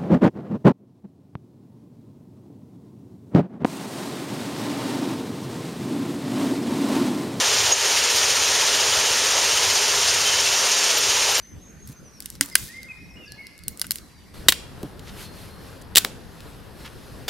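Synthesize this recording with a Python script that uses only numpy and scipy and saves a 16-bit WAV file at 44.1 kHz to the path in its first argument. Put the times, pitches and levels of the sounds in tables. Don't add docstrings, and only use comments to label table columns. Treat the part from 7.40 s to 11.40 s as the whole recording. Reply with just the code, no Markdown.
import sys
import numpy as np
from scipy import signal
from scipy.fft import rfft, irfft
from scipy.io import wavfile

SR = 44100
rng = np.random.default_rng(int(sys.argv[2]) if len(sys.argv) > 2 else 0)


def output_pcm(signal):
    pcm = np.clip(np.atleast_2d(signal).T, -1, 1) * 32767
    wavfile.write(sys.argv[1], SR, np.round(pcm).astype(np.int16))


N = 176400
TIME = np.arange(N) / SR

# frequency_hz, level_db
DIESEL_SPECTRUM = [(15, -92), (35, -91), (55, -73), (84, -65), (108, -68.5), (145, -68.5), (170, -77),
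                   (193, -101), (230, -79.5), (330, -82.5), (600, -88)]
# time_s, gain_db
DIESEL_SWELLS = [(0, -3), (.24, 5.5), (.36, -2.5), (1.05, 0), (1.25, -5), (1.58, 5), (1.66, -8), (1.73, 5),
                 (1.8, -4), (2.24, 2), (2.31, 5), (2.38, -9), (2.57, 1), (3.2, -1), (3.4, -7), (3.7, -1),
                 (4, -3)]
# frequency_hz, level_db
BED_SPECTRUM = [(15, -90), (170, -86), (198, -88), (225, -74), (270, -69), (330, -74.5), (600, -97)]
# pitch_hz, level_db, waver_hz
DRIVE_WHINES = [(246.6, -64, 3.05), (409.4, -46, 2.6), (923, -46, 2.7), (1725, -46, 3.5), (1837, -55, 4.2),
                (2300, -46, 3.2)]
# frequency_hz, level_db
CONVEYOR_SPECTRUM = [(220, -100), (335, -73), (385, -61), (470, -59.5), (620, -61.5), (750, -63),
                     (950, -59), (1130, -63.5), (1330, -61), (1500, -63.5), (1800, -61.5), (2300, -64),
                     (4000, -64), (8000, -78), (16000, -100)]
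# time_s, gain_db
CONVEYOR_SWELLS = [(0, 2.5), (.2, 0), (.9, -0.3), (1.2, .6), (1.48, 1), (1.7, -0.5), (2.1, 0.2), (2.7, -.5),
                   (3.05, -1.4), (3.55, -0.5), (4, -0.1)]
# frequency_hz, level_db
STONE_SPECTRUM = [(300, -80), (1000, -69.5), (2300, -63), (2700, -58.5), (3050, -57.5), (3500, -60.5),
                  (4200, -60), (5000, -57.5), (5900, -55.5), (6800, -56), (8600, -63), (9700, -69),
                  (12000, -74.5), (13500, -80.5), (15700, -85)]
# peak_s, centre_hz, width_octaves, level_db, swell_s
STONE_HITS = [(.31, 565, 0.68, -28, 0.028), (.574, 2350, 0.29, -23, 0.0087), (.578, 5000, .7, -22, .012),
              (0.767, 5800, .5, -24, 0.027), (0.837, 2840, .2, -24.5, 0.0083),
              (1.232, 960, 0.13, -28, 0.0078), (1.531, 3130, 0.14, -24, 0.0072),
              (1.557, 620, 0.93, -30.5, 0.023), (1.96, 720, 0.86, -30, 0.026),
              (2.246, 467, 0.56, -27.5, 0.017), (2.355, 5500, 0.33, -23.5, 0.0065),
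              (2.685, 5200, .5, -19, .011), (3.24, 800, 0.85, -30, 0.038), (3.318, 5560, 0.45, -17, 0.0038),
              (3.892, 700, 0.36, -30.5, .022)]
# start_s, length_s, pitch_hz, level_db, glide_ratio (pitch change over pitch)
METAL_SQUEAKS = [(0.318, 0.031, 6610, -6.5, .012), (.445, .035, 12550, -35, 0), (.705, .03, 12450, -37, 0),
                 (.755, .04, 13100, -30, -.025), (1.015, .025, 13500, -41, 0), (2.33, .03, 11850, -33, 0),
                 (2.85, 0.081, 3100, -24, -.005), (2.91, 0.12, 3020, -27.5, -.015),
                 (3.056, 0.056, 2690, -23.5, -0.006), (3.28, .03, 13820, -36, 0),
                 (3.574, .028, 12000, -25, -0.0073), (3.908, 0.032, 13280, -30, -.01),
                 (3.972, .05, 13550, -28, .05)]


def amp(db):
    return 10 ** (np.asarray(db) / 20)


def unit(x):
    return x / np.sqrt(np.mean(x ** 2) + 1e-20)


def fader(points):
    return amp(np.interp(TIME, *np.transpose(points)))


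def colour(x, spectrum):
    hz, db = np.transpose(spectrum)
    curve_db = np.interp(np.log(np.fft.rfftfreq(N, 1 / SR) + 1), np.log(hz), db)
    return irfft(rfft(x) * amp(curve_db), N) * np.sqrt(SR / 2)


def drift(rate_hz):
    rolloff = 1 + (np.fft.rfftfreq(N, 1 / SR) / rate_hz) ** 4
    return unit(irfft(rfft(rng.standard_normal(N)) / rolloff, N))


def patchy_noise(patch_db, patch_hz, patch_s):
    frames = signal.stft(rng.standard_normal(N), nperseg=512, noverlap=384)[2]
    across_pitch = np.fft.fftfreq(frames.shape[0], SR / 512)[:, None]
    along_time = np.fft.fftfreq(frames.shape[1], 128 / SR)
    blur = np.exp(-(across_pitch * patch_hz) ** 2 - (along_time * patch_s) ** 2)
    patches = np.fft.ifft2(np.fft.fft2(rng.standard_normal(frames.shape)) * blur).real
    return unit(signal.istft(frames * amp(patch_db * unit(patches)), nperseg=512, noverlap=384)[1][:N])


def diesel_rumble():
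    rumble = colour(rng.standard_normal(N), DIESEL_SPECTRUM) * fader(DIESEL_SWELLS)
    return rumble + colour(rng.standard_normal(N), BED_SPECTRUM)


def drive_whine():
    out = np.zeros(N)
    for pitch_hz, level_db, waver_hz in DRIVE_WHINES:
        gain = amp(level_db + 1.2 * drift(rate_hz=5.8)) * np.sqrt(2)
        wavering_hz = pitch_hz + waver_hz * drift(rate_hz=8.2)
        out += gain * np.sin(2 * np.pi * np.cumsum(wavering_hz) / SR)
    return out


def conveyor_roar():
    churn = patchy_noise(patch_db=0.77, patch_hz=696, patch_s=0.05)
    return colour(churn, CONVEYOR_SPECTRUM) * fader(CONVEYOR_SWELLS)


def shaking_screen(shake_hz=15.71, first_shake_s=0.0106, clicks_per_s=6000, click_share=0.37):
    stroke = 2 * np.pi * shake_hz * (TIME - first_shake_s)
    surge_db = np.cos(stroke) + 0.32 * np.cos(2 * stroke)
    surge_db *= 1 + 0.26 * drift(rate_hz=9.6)
    size_db = 2.5 * np.minimum(rng.exponential(1, N), 4)
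    polarity = rng.choice([-1, 1], N)
    clicks = unit(amp(size_db) * polarity * (rng.random(N) < clicks_per_s / SR))
    wash = patchy_noise(patch_db=1.5, patch_hz=500, patch_s=0.025)
    stones = np.sqrt(click_share) * clicks + np.sqrt(1 - click_share) * wash
    return colour(stones * amp(surge_db + 0.15 * drift(rate_hz=6.7)), STONE_SPECTRUM)


def stone_hits(low_cut_hz=350):
    octaves = np.log2(np.fft.rfftfreq(N, 1 / SR) + 1)
    out = np.zeros(N)
    for peak_s, centre_hz, width_octaves, level_db, swell_s in STONE_HITS:
        band = np.exp(-0.5 * ((octaves - np.log2(centre_hz)) / width_octaves) ** 2)
        clatter = unit(irfft(rfft(rng.standard_normal(N)) * band, N))
        swell = np.exp(-0.5 * ((TIME - peak_s) / swell_s) ** 2)
        out += amp(level_db) * swell * clatter
    return signal.sosfilt(signal.butter(6, low_cut_hz, "high", fs=SR, output="sos"), out)


def metal_squeaks(attack_s=0.007):
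    out = np.zeros(N)
    for start_s, length_s, pitch_hz, level_db, glide_ratio in METAL_SQUEAKS:
        progress = np.clip((TIME - start_s) / length_s, 0, 1)
        jitter = (0.0088 if pitch_hz > 10000 else 0.0025) * drift(rate_hz=280)
        sliding_hz = pitch_hz * (1 + glide_ratio * (progress - 0.5) + jitter)
        envelope = np.clip((TIME - start_s) / attack_s, 0, 1) * np.cos(np.pi * progress / 2)
        out += amp(level_db) * envelope * np.sin(2 * np.pi * np.cumsum(sliding_hz) / SR)
    return out


def scene():
    machine = diesel_rumble() + drive_whine() + conveyor_roar() + shaking_screen()
    machine += stone_hits() + metal_squeaks()
    return np.array([machine, machine])


def record(dry):
    notch_hz, notch_width_hz, high_cut_hz = 7865, 1060, 15720
    limit_db, recover_db_per_s = -14.5, 38
    offset_hz = np.fft.rfftfreq(N, 1 / SR) - notch_hz
    notched = irfft(rfft(dry) * offset_hz / (offset_hz - 0.5j * notch_width_hz), N)
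    power = signal.lfilter(np.ones(256) / 256, 1, (notched ** 2).mean(0))
    over_db = np.maximum(10 * np.log10(power + 1e-12) - limit_db, 0)
    recovery_db = TIME * recover_db_per_s
    duck_db = np.maximum.accumulate(over_db + recovery_db) - recovery_db
    high_cut = signal.firwin(1023, high_cut_hz, window=("kaiser", 9), fs=SR)
    return signal.oaconvolve(notched / amp(duck_db), high_cut[None], "same")


dry = scene()
out = record(dry)
output_pcm(out)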